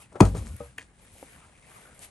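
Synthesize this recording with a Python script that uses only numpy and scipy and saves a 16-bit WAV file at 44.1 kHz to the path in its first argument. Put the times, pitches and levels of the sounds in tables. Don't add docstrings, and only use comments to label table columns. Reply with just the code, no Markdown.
import sys
import numpy as np
from scipy import signal
from scipy.fft import rfft, irfft
from scipy.io import wavfile
from scipy.ndimage import uniform_filter1d

SR = 44100
rng = np.random.default_rng(int(sys.argv[2]) if len(sys.argv) > 2 else 0)


def store_pcm(level_fs):
    pcm = np.round(np.clip(level_fs, -1, 1) * 32767).astype(np.int16)
    wavfile.write(sys.argv[1], SR, np.atleast_2d(pcm).T)


def rack_gain(trim_db):
    fader = np.asarray(trim_db, float)
    return 10 ** (fader / 20)


N = 92610
CLOCK = np.arange(N) / SR
LAND_S = 0.2046
SWELL_CYCLES = 0.77

# pitch_hz, density_db (dB per Hz)
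SNAP_COLOUR = [(500, -8.5), (1400, -7), (2540, -9.5), (5000, -12), (8300, -8), (10000, -5.5),
               (11200, -21.5), (12600, -52)]


def evened(x):
    return x / np.sqrt(np.mean(x ** 2) + 1e-20)


def read(points, hz):
    f, value = np.transpose(points)
    return np.interp(np.log(hz + 1), np.log(f + 1), value)


def add(mix, s, sound):
    part = mix[round(s * SR):][:len(sound)]
    part += sound[:len(part)]


def bell(s, half_s):
    return np.exp(-.5 * ((CLOCK - s) / half_s) ** 2)


def noise(spectrum, size, patchy_db=0.):
    z = signal.stft(rng.standard_normal(size + 1024), nperseg=512)[2]
    patches = uniform_filter1d(rng.standard_normal(z.shape), size=8, axis=0)
    patches = evened(uniform_filter1d(patches, size=8, axis=1))
    colour_db = read(spectrum, np.fft.rfftfreq(512, 1 / SR))[:, None]
    z = z * rack_gain(colour_db + patchy_db * patches)
    return evened(signal.istft(z, nperseg=512)[1][512:512 + size])


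def narrow(hz, wide):
    return [(hz / wide, -24), (hz, 0), (hz * wide, -24), (hz * wide ** 2, -60)]


def still_air(patchy_db=0.):
    # pitch_hz, density_db (dB per Hz)
    air_colour = [(15, -5), (25, -4.5), (87, -12), (125, -9), (336, -24), (448, -29), (1000, -34.5),
                  (11000, -67), (12500, -89), (16200, -105), (22000, -120)]
    return rack_gain(-59.5) * noise(air_colour, size=N, patchy_db=patchy_db)


def jacket():
    # centre_s, half_length_s, crisp_db, dull_db
    strokes = [(0.019, 0.021, -58, -68.5), (0.447, .15, -60.5, -68.5), (0.639, 0.035, -67, -68.5),
               (1.04, 0.045, -69.5, -73), (1.19, 0.081, -63, -81.5), (1.349, 0.1, -65.5, -60.5),
               (1.63, 0.0776, -70.5, -71.5), (1.73, 0.046, -67.5, -66.5), (1.824, 0.067, -63, -60),
               (1.961, 0.034, -68, -71), (2.038, .019, -50.5, -62), (2.1, 0.04, -69, -72)]
    # pitch_hz, density_db (dB per Hz)
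    nylon_colour = [(900, -37.5), (2300, -5.5), (3500, -10), (5500, -13.5), (8500, -6.5), (10000, -2),
                    (10400, -14), (11200, 0), (12600, -36)]
    # pitch_hz, density_db (dB per Hz)
    cloth_colour = [(150, -31.5), (450, -1.5), (900, -3), (2200, -6), (3500, -18), (8000, -57)]
    # centre_s, half_length_s, level_db, pitch_hz
    whistles = [
        (.012, .014, -61, 1230),
        (.034, .016, -62, 2600),
        (2.031, .016, -57, 8800),
    ]
    rest_db = -73
    s, half_s, crisp_db, dull_db = np.transpose(strokes)[:, :, None]
    swell = bell(s, half_s)
    flicker = rack_gain(1.6 * evened(uniform_filter1d(rng.standard_normal(N), size=150)))
    crisp = rack_gain(rest_db) + (rack_gain(crisp_db) * swell).sum(0)
    dull = rack_gain(rest_db + 1.5) + (rack_gain(dull_db) * swell).sum(0)
    out = crisp * noise(nylon_colour, size=N, patchy_db=-0.4)
    out += dull * noise(cloth_colour, size=N, patchy_db=-3.5)
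    out *= flicker
    for s, half_s, db, hz in whistles:
        out += rack_gain(db) * bell(s, half_s) * noise(narrow(hz, 1.2), size=N)
    return out


def ring(modes, spread_db, blow_ms, free=1., bouncing=False):
    hz, db, t60 = np.transpose(modes)[:, :, None]
    t = np.arange(SR // 3) / SR
    mix, tune = rng.uniform(-1, 1, (2, len(modes), 1))
    side = (-1. if bouncing else 1.) ** np.arange(len(modes))[:, None]
    fade = rack_gain(db * (0.7 + 0.62 * free) + spread_db * mix - 60 * t / (t60 * free))
    swell = 1 - np.exp(-t * hz / SWELL_CYCLES)
    tuned_hz = hz * (1 + 0.18 * (1 - free) * tune)
    body = (side * fade * swell * np.sin(2 * np.pi * tuned_hz * t)).sum(0)
    blow = np.hanning(int(blow_ms * SR / 1000) + 3)
    return np.convolve(body, blow / blow.sum())


def crack(db):
    t = np.arange(SR // 5) / SR
    fade = rack_gain(-60 * t / 0.015) + rack_gain(-22.5 - 60 * t / 0.013)
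    return rack_gain(db) * noise(SNAP_COLOUR, size=len(t)) * fade


def knocks():
    # start_s, deck_db, log_db, crack_db, free_ring_share
    hits = [(.121, -55.5, -48, -68, 0.11), (0.1257, -56.5, -46, -72, 0.081), (0.137, -60.5, -48, -75, 0.1),
            (0.147, -58, -41, -78, 0.17), (0.1553, -49.5, -32, -55.5, 0.12), (0.162, -54.5, -41, -71, 0.1),
            (0.166, -55, -39.5, -76, 0.1), (0.1665, -55.5, -42.5, -72, 0.092),
            (0.1744, -53, -41, -74, 0.047), (0.198, -46.5, -43.5, -55, 0.31),
            (0.2041, -40.5, -35, -21, 0.22), (.2075, -39.5, -23, -15.5, 0.38),
            (0.2274, -36, -24, -58, 0.39), (.243, -39.5, -30.5, -57, 0.37), (.349, -41, -31.5, -60, 0.19),
            (0.3555, -63, -37.5, -67, 0.18), (.364, -35.5, -38, -72, .2), (.371, -43, -43, -50, 0.2),
            (.392, -50, -39, -69, 0.099), (.422, -43.5, -40, -63, .1), (0.6031, -39, -39, -65, 0.91)]
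    # pitch_hz, level_db, t60_s
    deck_modes = [(136, 3.5, .09), (187.5, 0.5, 0.072), (225.3, 6, 0.042), (293.7, -1, 0.097),
                  (689.5, -6, 0.022)]
    # pitch_hz, level_db, t60_s
    log_modes = [(471.8, 3, 0.19), (588, 4.5, 0.12), (816, -0.5, 0.049), (1100, -5.5, .05), (1252, 1, 0.17),
                 (1499, -23, .06), (2280, -24.5, .06)]
    out, blow_ms = np.zeros(N), 0.82
    for s, deck_db, log_db, crack_db, free in hits:
        add(out, s, rack_gain(deck_db) * ring(deck_modes, 1.3, blow_ms, 0.92))
        log = ring(log_modes, 2.0 * (1 - free), blow_ms, min(free, 1), free > .7)
        add(out, s, rack_gain(log_db) * log)
        add(out, s, crack(crack_db))
    return out


def bark():
    # start_s, rise_s, fall_t60_s, crisp_db, woody_db
    scrapes = [
        (0.126, 0.0023, 0.12, -70, -55.5),
        (.158, 0.0021, 0.088, -62, -37),
        (0.225, 0.012, 0.13, -49, -29),
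        (.257, 0.0048, .1, -43, -39.5),
        (.293, 0.0037, 0.02, -51.5, -56),
        (0.35, 0.0048, 0.28, -58, -47.5),
        (0.37, 0.0083, 0.17, -50, -76),
        (0.476, 0.025, 0.15, -58.5, -77),
        (0.815, 0.011, 0.14, -56, -73),
    ]
    s, rise_s, t60, crisp_db, woody_db = np.transpose(scrapes)[:, :, None]
    shape = np.where(CLOCK < s, bell(s, rise_s), rack_gain(-60 * abs(CLOCK - s) / t60))
    grains = rng.random(N) < 1800 / SR
    grit = rack_gain(3.5 * rng.exponential(1, N)) * grains
    grit = .4 + evened(uniform_filter1d(grit, size=30))
    crisp = (rack_gain(crisp_db) * shape).sum(0) * grit * noise(SNAP_COLOUR, size=N)
    return crisp + (rack_gain(woody_db) * shape).sum(0) * noise(narrow(590, 3.6), size=N)


def landing():
    # pitch_hz, level_db, t60_s, arrival_ms
    bending_modes = [(960, 0.5, 0.014, 0.12), (2461, -18.5, 0.019, 0), (614, -16, 0.09, 1.5),
                     (570, -17, 0.059, 5), (424, -10.5, .06, 3), (340, 0, 0.035, 1.4), (270, 0, 0.04, 3.5),
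                     (187, -1, .065, 5.9), (129, 0, 0.075, 3.3), (98.5, -12, 0.3, 10.5),
                     (52.6, -9.5, 0.25, 12.5), (1269, -25, 0.098, 6), (1172, -26.5, .07, 4),
                     (707, -19, 0.05, 2)]
    hz, db, t60, ms = np.transpose(bending_modes)[:, :, None]
    t = np.maximum(CLOCK - LAND_S - ms / 1000, 0)
    swell = 1 - np.exp(-t * hz / SWELL_CYCLES)
    return -(rack_gain(db - 60 * t / t60) * swell * np.sin(2 * np.pi * hz * t)).sum(0)


def rumble():
    # pitch_hz, density_db (dB per Hz)
    rumble_colour = [(40, -19), (150, 4), (260, -11), (500, -19), (1500, -44)]
    since_s = CLOCK - LAND_S
    shaking = np.clip(since_s / .02, 0, 1) * np.clip((.58 - CLOCK) / 0.026, 0, 1)
    return shaking * rack_gain(-33 - 60 * since_s / 0.96) * noise(rumble_colour, size=N, patchy_db=2.0)


def rocking():
    # centre_s, half_length_s, level_db, pitch_hz, glide_hz_per_s
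    booms = [(0.333, 0.012, -29.5, 56.5, 101), (.345, .012, -39.5, 165, -6),
             (0.394, 0.019, -31.5, 97.3, -47), (0.418, 0.027, -34.5, 65, 1),
             (0.453, 0.025, -49, 226.6, 103), (.535, .02, -53, 185, 3), (0.466, 0.046, -39, 52.3, 71),
             (.49, 0.021, -47, 136, 7), (0.523, 0.025, -36, 78.6, 252), (0.556, 0.014, -45, 113, 0),
             (0.645, 0.031, -47, 71.5, -100), (0.689, 0.019, -53, 127.4, 4), (0.796, 0.021, -59, 102, 0.5),
             (0.889, 0.029, -57, 53.7, 0)]
    out = np.zeros(N)
    for s, half_s, db, hz, glide in booms:
        t = CLOCK - s
        cycles = hz * t + .5 * glide * t ** 2 + rng.random()
        out += rack_gain(db) * bell(s, half_s) * np.sin(2 * np.pi * cycles)
    return out


def hands():
    # start_s, ring_db, crack_db
    catch = [
        (.7805, -40.5, -43.5),
        (.7825, -45, -50.5),
        (.7832, -25.5, -42.5),
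        (.794, -38, -47.5),
        (.811, -43, -67),
        (.817, -45.5, -58),
        (.829, -51, -61),
    ]
    # pitch_hz, level_db, t60_s
    slap_modes = [(1800, 0, 0.016), (1960, 0, 0.014), (2105, -3.5, 0.015), (2440, -5.5, 0.022),
                  (2720, -7, 0.022), (3100, -7, .02), (3600, -14, .015), (4180, -13, .012),
                  (264, -15, 0.056), (450, -16, 0.051), (783, -13.5, 0.03), (1013, -7.5, 0.016),
                  (1336, -10.5, 0.0085)]
    # start_s, ring_db, crack_db
    turns = [
        (1.153, -50, -71),
        (1.163, -48, -76),
        (1.212, -69, -66),
        (1.2275, -33.5, -61),
    ]
    # pitch_hz, level_db, t60_s
    turn_modes = [(313, -3.5, 0.042), (552, 6.5, 0.018), (750, 3.5, 0.017), (1220, -9, 0.023),
                  (2010, -13, .03)]
    # start_s, level_db, pitch_hz
    ticks = [
        (.4765, -50, 7500),
        (.5652, -40, 10300),
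        (.7826, -42, 11000),
        (1.9928, -42, 8200),
    ]
    out, t = np.zeros(N), np.arange(400) / SR
    for touches, modes, free in ((catch, slap_modes, .9), (turns, turn_modes, .66)):
        for s, ring_db, crack_db in touches:
            add(out, s, rack_gain(ring_db) * ring(modes, 2.7, .12, free))
            add(out, s, crack(crack_db))
    for s, db, hz in ticks:
        add(out, s, rack_gain(db - 60 * t / .012) * noise(narrow(hz, 1.4), size=400))
    return out


def yard(x):
    t = np.arange(SR // 3) / SR
    taps = np.zeros(len(t))
    at = np.arange(150, SR // 3 - 22, 22)
    taps[at + rng.integers(0, 22, len(at))] = rng.choice([-1., 1.], len(at))
    bass_cut = signal.butter(1, 300, "high", fs=SR)
    taps = signal.lfilter(*bass_cut, taps * rack_gain(-60 * t / 0.14))
    return rack_gain(-11.5) * signal.fftconvolve(x, taps / np.linalg.norm(taps))[:N]


def ports(x, other, lean):
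    # pitch_hz, left_lead_radians
    phase_lead = [(60, .05), (430, .25), (1720, .8), (2900, 1.2), (4000, .3), (6900, .3), (7800, 1.1),
                  (8870, -.4), (9820, -2.6), (10900, -3.7), (11400, -6.3), (12200, -6.6)]
    # pitch_hz, likeness (0 to 1)
    likeness = [(60, 0.99), (270, 0.78), (1240, 0.44), (12000, 0.13)]
    hz = np.fft.rfftfreq(N, 1 / SR)
    half = np.exp(.5j * read(phase_lead, hz)) * rack_gain(.5 * read(lean, hz))
    same = np.clip(read(likeness, hz), 0, 1)
    apart = np.sqrt((1 - same) / 2) * rfft(other)
    return irfft(np.array([(rfft(x) + apart) * half, (rfft(x) - apart) / half]), N)


def scene():
    # pitch_hz, left_minus_right_db
    stack_lean = [(100, 1.5), (400, 3), (800, 7), (2500, 7), (4500, 1.5), (12000, .2)]
    # pitch_hz, left_minus_right_db
    near_lean = [(60, 1.2), (12000, 2.2)]
    stack = knocks() + bark() + landing() + rumble() + rocking()
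    hand = hands()
    near = hand + yard(hand) + jacket() + still_air(-1.25)
    far_sides = ports(stack + yard(stack), 1.7 * yard(stack), stack_lean)
    return far_sides + ports(near, jacket() + still_air(), near_lean)


def top_cut(x):
    return signal.sosfilt(signal.butter(12, 12620, fs=SR, output="sos"), x)


def record(dry):
    # from_hz, to_hz, dropped_share of the time
    starved_bands = [(10250, 10500, .75), (10500, 11000, .3), (11000, 11400, .45), (11400, 11900, .75),
                     (11900, 13000, .92)]
    x = signal.sosfilt(signal.butter(3, 42.26, "high", fs=SR, output="sos"), dry)
    hz, t, z = signal.stft(.95 * np.tanh(x / .78), SR, nperseg=2048)
    kept = np.ones(z.shape[1:])
    for lo, hi, share in starved_bands:
        band = (hz >= lo) & (hz < hi)
        power = (abs(z[:, band]) ** 2).sum((0, 1)) * rack_gain(0.94 * rng.standard_normal(len(t)))
        kept[band] = power > np.quantile(power, share)
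    mix = signal.istft(z * kept, SR, nperseg=2048)[1][:, :N]
    return top_cut(mix)


dry = scene()
out = record(dry)
store_pcm(out)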